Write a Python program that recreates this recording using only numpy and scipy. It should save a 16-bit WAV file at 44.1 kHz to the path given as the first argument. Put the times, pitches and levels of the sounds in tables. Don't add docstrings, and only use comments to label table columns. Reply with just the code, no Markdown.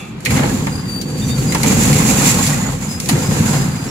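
import sys
import numpy as np
from scipy import signal
from scipy.fft import rfft, irfft, next_fast_len
from scipy.io import wavfile
from scipy.ndimage import uniform_filter1d, map_coordinates

SR = 44100
rng = np.random.default_rng(int(sys.argv[2]) if len(sys.argv) > 2 else 0)


def unload_audio(sound):
    columns = np.transpose(np.atleast_2d(sound))
    steps = np.round(np.clip(columns, -1, 1) * 32767)
    wavfile.write(sys.argv[1], SR, steps.astype(np.int16))


N = 171990

# time in seconds, then frame rumble, low crunch, mid crunch and
# grinding of fragments, levels in dB before each layer's trim.
LOAD_CURVES = [(0,-38.5,-41,-40,-38.5),(.14,-34,-63,-46,-55.5),(.25,-31.5,-33.5,-42.5,-44),(.31,-14.5,-21.5,-26.5,-26.5),(.42,-16,-20.5,-23,-28.5),(.6,-18.5,-27,-33,-32.5),(.8,-21.5,-35.5,-36.5,-40.5),(1.08,-26,-31.5,-40,-40),(1.22,-19.5,-31.5,-38.5,-34.5),(1.45,-18.5,-27.5,-33.5,-28),(1.6,-20,-29,-30.5,-28),(1.68,-13,-18,-25.5,-20.5),(1.95,-13.5,-23,-24,-20.5),(2.2,-15,-23,-25,-21),(2.26,-15.5,-22.5,-24.5,-15),(2.52,-17,-29,-26.5,-22),(2.69,-19.5,-31.5,-30.5,-32),(2.8,-23,-38,-36.5,-38),(3.07,-25,-34,-40,-28.5),(3.12,-18,-19.5,-26.5,-25.5),(3.25,-21,-24.5,-30,-26),(3.5,-15,-23,-25.5,-26),(3.72,-19,-38,-33,-34),(3.9,-26,-30,-36.5,-39)]
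# start in seconds, level in dB before trim, t60 in seconds,
# drive of the casting's ring in dB re the snap, before trim.
CASTING_CRACKS = [(0.204,-36,0.033,-14),(0.25,-19.5,0.064,-22),(0.2576,-24.5,0.046,13),(0.3055,-25,0.068,4),(0.361,-38.5,0.11,16.5),(0.668,-27.5,0.027,-15),(1.0135,-23,0.045,-23),(1.521,-22,0.037,2),(1.547,-16,0.038,-10),(1.632,-12,0.027,-4),(1.877,-22,0.03,-2),(1.928,-16,0.038,-1),(2.251,-24,0.055,1),(2.464,-20,0.15,-15),(3.0,-16.5,0.033,-23),(3.058,-19.5,0.017,-25),(3.088,-15.5,0.083,-15),(3.094,-17,0.049,-8)]
# start in seconds, level in dB before trim.
HOPPER_BANGS = [(0.386,-22.5),(0.43,-20),(0.668,-20.5),(1.547,-16.5),(1.638,-20.5),(3.091,-18)]
# start in seconds, level in dB.
FRAME_JOLTS = [(0.313,-10),(1.273,-12),(3.108,-9),(3.279,-8),(3.395,-8.5)]
# start in seconds, length in seconds, level in dB.
GROAN_STROKES = [(1.205,0.1,-22.5),(1.367,0.16,-16),(1.568,0.095,-17),(1.84,0.21,-15.5),(3.109,.055,-18),(3.543,0.11,-17.5)]
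# start in seconds, length in seconds, start pitch in Hz, glide in Hz, level in dB.
SQUEAL_STROKES = [(.56,.32,4760,60,-44),(.715,.1,4800,50,-37),(.84,.06,4780,-140,-37),(.88,.15,4635,-20,-29),(1.026,.025,4500,0,-34),(1.045,.09,4600,30,-36),(1.13,.135,4625,-20,-35),(1.255,.125,4550,90,-31.5),(1.372,.06,4520,-50,-34),(1.465,.07,4860,0,-31),(2.875,.115,5050,0,-36),(3.17,.21,4920,130,-39),(3.42,.25,4930,130,-39),(3.68,.12,4830,100,-41),(3.775,.1,4940,-70,-39)]
# level in dB, fundamental first.
SQUEAL_HARMONICS_DB = [0,-14,-17]
# start in seconds,
# length in seconds, mean pitch in Hz, level in dB before trim.
METAL_SCREECHES = [(1.215,.04,3650,-37),(1.28,.08,3644,-37),(1.236,.06,6000,-44),(1.423,.18,6920,-42),(1.65,.07,2350,-34),(2.57,.13,6920,-37),(2.5,.23,2030,-43),(2.838,.028,7000,-37),(3.872,.04,5520,-45)]
# frequency in Hz, level at the start in dB, t60 in seconds.
LOOSE_PIECE_MODES = [(1230,-40,0.92),(2350,-39,0.94),(2630,-35,0.45),(3461,-38,0.42)]
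# centre in Hz, width in Hz, relative gain in dB.
FRAME_MODES = [(50.4,7.5,-6),(90,23,-3),(119.4,10,1),(146.3,12.3,4.5),(187.6,37,0),(222.3,53,-1.5),(268.3,8.7,0.5)]
CASTING_MODES = [(2020,110,5),(2206,115,6.5),(2700,780,-5),(4220,140,-3.5)]
# frequency in Hz, relative gain in dB.
FRAME_SPECTRUM = [(15,-64),(30,-15),(48,3),(65,-2.5),(100,0),(140,0),(250,-0.5),(330,-11.5),(500,-28),(1200,-101)]
LOW_CRUNCH_SPECTRUM = [(120,-60),(250,-5),(320,-1),(400,-4),(470,-6),(600,-15.5),(1000,-27.5),(3000,-83)]
MID_CRUNCH_SPECTRUM = [(300,-40),(540,-3),(660,1.5),(880,5.5),(1400,-2),(2100,-4),(3000,-9),(4300,-7),(6000,-23),(10000,-40),(16000,-68)]
FRAGMENT_SPECTRUM = [(800,-31),(2200,-2.5),(3400,-7.5),(5200,-6.5),(6300,-3),(7000,1),(7700,0.5),(8300,-11.5),(9200,-11),(10200,-6),(12000,-13),(15000,-15.5),(16000,-26)]
SNAP_SPECTRUM = [(400,-35),(1800,-1.5),(4200,5.5),(7200,2.5),(8700,0),(10200,4),(13000,-5),(16000,-17)]
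HOPPER_SPECTRUM = [(40,-8),(200,5.5),(500,-10),(900,0),(1500,-12),(2100,-5.5),(3500,-18.5),(9000,-52)]
MOTOR_SPECTRUM = [(20,-34),(60,-14),(140,1.5),(370,-8),(600,-24.5),(3000,-26),(8000,-45),(16000,-65)]
# frequency in Hz, left-right correlation (no unit).
STEREO_LIKENESS = [(140,0.97),(250,0.94),(500,0.53),(1000,0.013),(2000,-0.18)]
# frequency in Hz, left minus right in dB.
PORT_DIFFERENCE = [(140,1),(330,-2.5),(700,2),(2000,-3),(5000,2),(7100,-9.5),(8400,-2.5),(9300,6.5),(10200,8.5),(10900,2.5),(12200,8.5),(14000,6),(15500,-12)]

MOTOR_DB, SPLINTER_DB, CLINK_DB, SCREECH_OVERTONE_DB = -32, -14, -6, -19.5
SLIPS_PER_S, SCREECH_JITTER_HZ = 30, 45.7
GROAN_HZ, GROAN_RISE_HZ_PER_S = 128.1, 138
TOP_HZ = 15800


def amp(db):
    return 10 ** (np.asarray(db) / 20)


def unit(x):
    return x / np.sqrt(np.mean(x ** 2) + 1e-20)


def along(points, hz):
    point_hz, value = np.transpose(points)
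    return np.interp(np.log(hz + 1), np.log(point_hz + 1), value)


def clock():
    return np.arange(N) / SR


def curves(rows):
    time_s, *columns = np.transpose(rows)
    return [np.interp(clock(), time_s, column) for column in columns]


def wobble(knots_per_s):
    return map_coordinates(rng.standard_normal(8192), [clock() * knots_per_s], mode="wrap")


def decay(t_s, t60_s):
    return np.exp(-np.log(1000) * t_s / t60_s)


def swell(start_s, length_s):
    progress = np.clip((clock() - start_s) / length_s, 0, 1)
    return np.sqrt(np.abs(np.sin(np.pi * progress)))


def filtered(x, response):
    size = 2 * next_fast_len(N)
    return irfft(rfft(x, size) * response(np.fft.rfftfreq(size, 1 / SR)), size)[..., :N]


def coloured(x, gain):
    def response(hz):
        cepstrum = irfft(np.log(np.maximum(unit(gain(hz)), 1e-6)))
        middle = len(cepstrum) // 2
        cepstrum[1:middle] *= 2
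        cepstrum[middle + 1:] = 0
        return np.exp(rfft(cepstrum))
    return filtered(x, response)


def shape(points):
    return lambda hz: amp(along(points, hz))


def modes(rows):
    def gain(hz):
        power = 0
        for centre_hz, width_hz, db in rows:
            damping = (hz * width_hz) ** 2
            power = power + amp(db) ** 2 * damping / ((centre_hz ** 2 - hz * hz) ** 2 + damping)
        return np.sqrt(power)
    return gain


def frame_body(hz):
    return modes(FRAME_MODES)(hz) * shape(FRAME_SPECTRUM)(hz)


def spread(pair):
    def mid_side(hz):
        angle = np.arccos(np.clip(along(STEREO_LIKENESS, hz), -1, 1)) / 2
        return np.array([np.cos(angle), np.sin(angle)])
    mid, side = filtered(pair, mid_side)
    return np.array([mid + side, mid - side])


def grains(rate_per_s, life_s, scatter_db, bed):
    hits = (rng.random(N) < rate_per_s / SR) * amp(scatter_db * rng.random(N))
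    power = signal.lfilter([1], [1, -np.exp(-2 / (life_s * SR))], hits ** 2)
    envelope = np.sqrt(power / power.mean() + bed)
    return unit(envelope * rng.standard_normal((2, N)))


def burst(start_s, t60_s, attack_s):
    t_s = np.maximum(clock() - start_s, 0)
    rise = 1 - np.exp(-t_s / attack_s)
    return rise * decay(np.minimum(t_s, 10 * t60_s), t60_s) * rng.standard_normal((2, N))


def steadied(x, window_s, share):
    power = np.abs(uniform_filter1d(np.mean(x ** 2, axis=0), max(2, int(window_s * SR))))
    return unit(x / (power + 1e-9) ** (share / 2))


def tone(hz, jitter, rough_db):
    slip = np.cumsum(rng.random(N) < SLIPS_PER_S / SR)
    jump = rng.standard_normal(N)[slip]
    phase = 2 * np.pi * np.cumsum(hz * (1 + jitter * (wobble(300) + jump / 2))) / SR
    return phase, np.sqrt(2) * unit(amp(rough_db * wobble(140)))


def hopper(x, t60_s, wet_db):
    t_s = np.arange(SR // 3) / SR
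    tail = rng.standard_normal((2, len(t_s))) * decay(t_s, t60_s)
    tail *= amp(wet_db) / np.linalg.norm(tail, axis=1, keepdims=True)
    wet = signal.fftconvolve(x, tail, axes=1)[:, :N]
    return (x + wet) / np.sqrt(1 + amp(wet_db) ** 2)


def motor():
    return amp(MOTOR_DB) * spread(coloured(rng.standard_normal((2, N)), shape(MOTOR_SPECTRUM)))


def loose_piece():
    t_s = clock()
    ring = np.zeros(N)
    for hz, db, t60_s in LOOSE_PIECE_MODES:
        ring += amp(db - 60 * t_s / t60_s) * np.sin(2 * np.pi * hz * t_s + 1.5 * wobble(200))
    return hopper(np.array([ring, ring]), t60_s=.1, wet_db=-6)


def screeches():
    out = np.zeros(N)
    for start_s, length_s, hz, db in METAL_SCREECHES:
        phase = 2 * np.pi * np.cumsum(hz + SCREECH_JITTER_HZ * wobble(350)) / SR
        overtones = np.sin(2 * phase) + np.sin(3 * phase)
        partials = np.sin(phase) + amp(SCREECH_OVERTONE_DB) * overtones
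        roughness = unit(amp(2.2 * wobble(150)))
        out += amp(db + 9) * swell(start_s, length_s) * roughness * partials
    return hopper(np.array([out, out]), t60_s=.08, wet_db=-3)


def squeals():
    hz, strength = np.full(N, float(SQUEAL_STROKES[0][2])), np.zeros(N)
    for start_s, length_s, pitch_hz, glide_hz, db in SQUEAL_STROKES:
        progress = np.clip((clock() - start_s) / length_s, 0, 1)
        hz = np.where(clock() < start_s, hz, pitch_hz + glide_hz * progress)
        strength += amp(db) * swell(start_s, length_s)
    grit = np.sqrt(unit(amp(curves(LOAD_CURVES)[3])))
    phase, flutter = tone(hz, jitter=.012 * grit, rough_db=2.5)
    partials = sum(amp(db) * np.sin(k * phase) for k, db in enumerate(SQUEAL_HARMONICS_DB, 1))
    panned = strength * flutter * partials * amp([[1.5], [-1.5]])
    return hopper(panned, t60_s=.1, wet_db=-3)


def bangs():
    blows = sum(amp(db) * burst(start_s, t60_s=0.11, attack_s=0.0011) for start_s, db in HOPPER_BANGS)
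    return amp(6) * spread(coloured(blows, shape(HOPPER_SPECTRUM)))


def clinks():
    draws, t_s = rng.random(size=(700, 4)), np.arange(SR // 20) / SR
    odds = np.cumsum(amp(6 * wobble(22)))
    starts = np.searchsorted(odds, draws[:, 0] * odds[-1])
    out = np.zeros((2, N + len(t_s)))
    for start, (_, pitch, size, pan) in zip(starts, draws):
        hz = 560 * 4.4 ** pitch
        ring = amp(11.3 * size - 60 * t_s / 0.059) * np.sin(2 * np.pi * hz * t_s)
        sides = [np.cos(np.pi * pan), np.sin(np.pi * pan)]
        out[:, start:start + len(t_s)] += np.outer(sides, ring)
    return amp(curves(LOAD_CURVES)[2] + CLINK_DB) * unit(out[:, :N])


def cracks():
    snap, ring = np.zeros((2, 2, N))
    for start_s, db, t60_s, ring_db in CASTING_CRACKS:
        blow = amp(db) * burst(start_s, t60_s, attack_s=0.00061)
        snap += blow
        ring += amp(ring_db) * blow[::-1]
    snap = hopper(coloured(snap, shape(SNAP_SPECTRUM)), t60_s=0.11, wet_db=-5)
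    ring = hopper(coloured(ring, modes(CASTING_MODES)), t60_s=0.17, wet_db=0)
    return amp(3.5) * snap + amp(5.5) * ring


def groans():
    out = np.zeros(N)
    for start_s, length_s, db in GROAN_STROKES:
        hz = GROAN_HZ + GROAN_RISE_HZ_PER_S * np.clip(clock() - start_s, 0, length_s)
        phase = 2 * np.pi * np.cumsum(hz * (1 + 0.0494 * wobble(70))) / SR
        partials = np.sin(phase) + 0.2 * np.sin(2 * phase) + 0.14 * np.sin(3 * phase)
        out += amp(db) * swell(start_s, length_s) * np.sqrt(2) * partials
    return out


def grinding():
    level_db = curves(LOAD_CURVES)[3] + 2.06 * wobble(24.65)
    scrape = grains(260, life_s=0.016, scatter_db=8.3, bed=1.03) * amp(level_db)
    splinters = grains(70, life_s=0.0014, scatter_db=12, bed=.02) * amp(level_db + SPLINTER_DB)
    scrape = coloured(hopper(scrape, t60_s=0.064, wet_db=-7.5), shape(FRAGMENT_SPECTRUM))
    return amp(1.1) * scrape + coloured(splinters, shape(SNAP_SPECTRUM))


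def crunch():
    low_db, mid_db = curves(LOAD_CURVES)[1:3]
    breaks = hopper(grains(130, life_s=0.0069, scatter_db=7, bed=1), t60_s=0.11, wet_db=-7.5)
    low = coloured(breaks, shape(LOW_CRUNCH_SPECTRUM)) * amp(low_db + .5)
    mid = coloured(breaks, shape(MID_CRUNCH_SPECTRUM)) * amp(mid_db + 1.5)
    return spread(low + mid)


def frame():
    knocks = coloured(grains(200, life_s=0.0031, scatter_db=0.98, bed=1.0), frame_body)
    rumble = steadied(spread(knocks), window_s=0.065, share=0.6)
    jolts = sum(amp(db) * burst(start_s, t60_s=0.2, attack_s=0.0025) for start_s, db in FRAME_JOLTS)
    return amp(curves(LOAD_CURVES)[0]) * rumble + spread(coloured(jolts, frame_body))


def scene():
    background = motor() + loose_piece()
    metal = screeches() + squeals() + bangs() + clinks() + cracks()
    bite = groans() + grinding() + crunch() + frame()
    return background + metal + bite


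def record(dry):
    half = np.array([[.5], [-.5]])
    x = filtered(dry, lambda hz: amp(along(PORT_DIFFERENCE, hz) * half))
    x = x / (1 + x ** 8) ** (1 / 8)
    return filtered(x, lambda hz: hz < TOP_HZ)


dry = scene()
out = record(dry)
unload_audio(out)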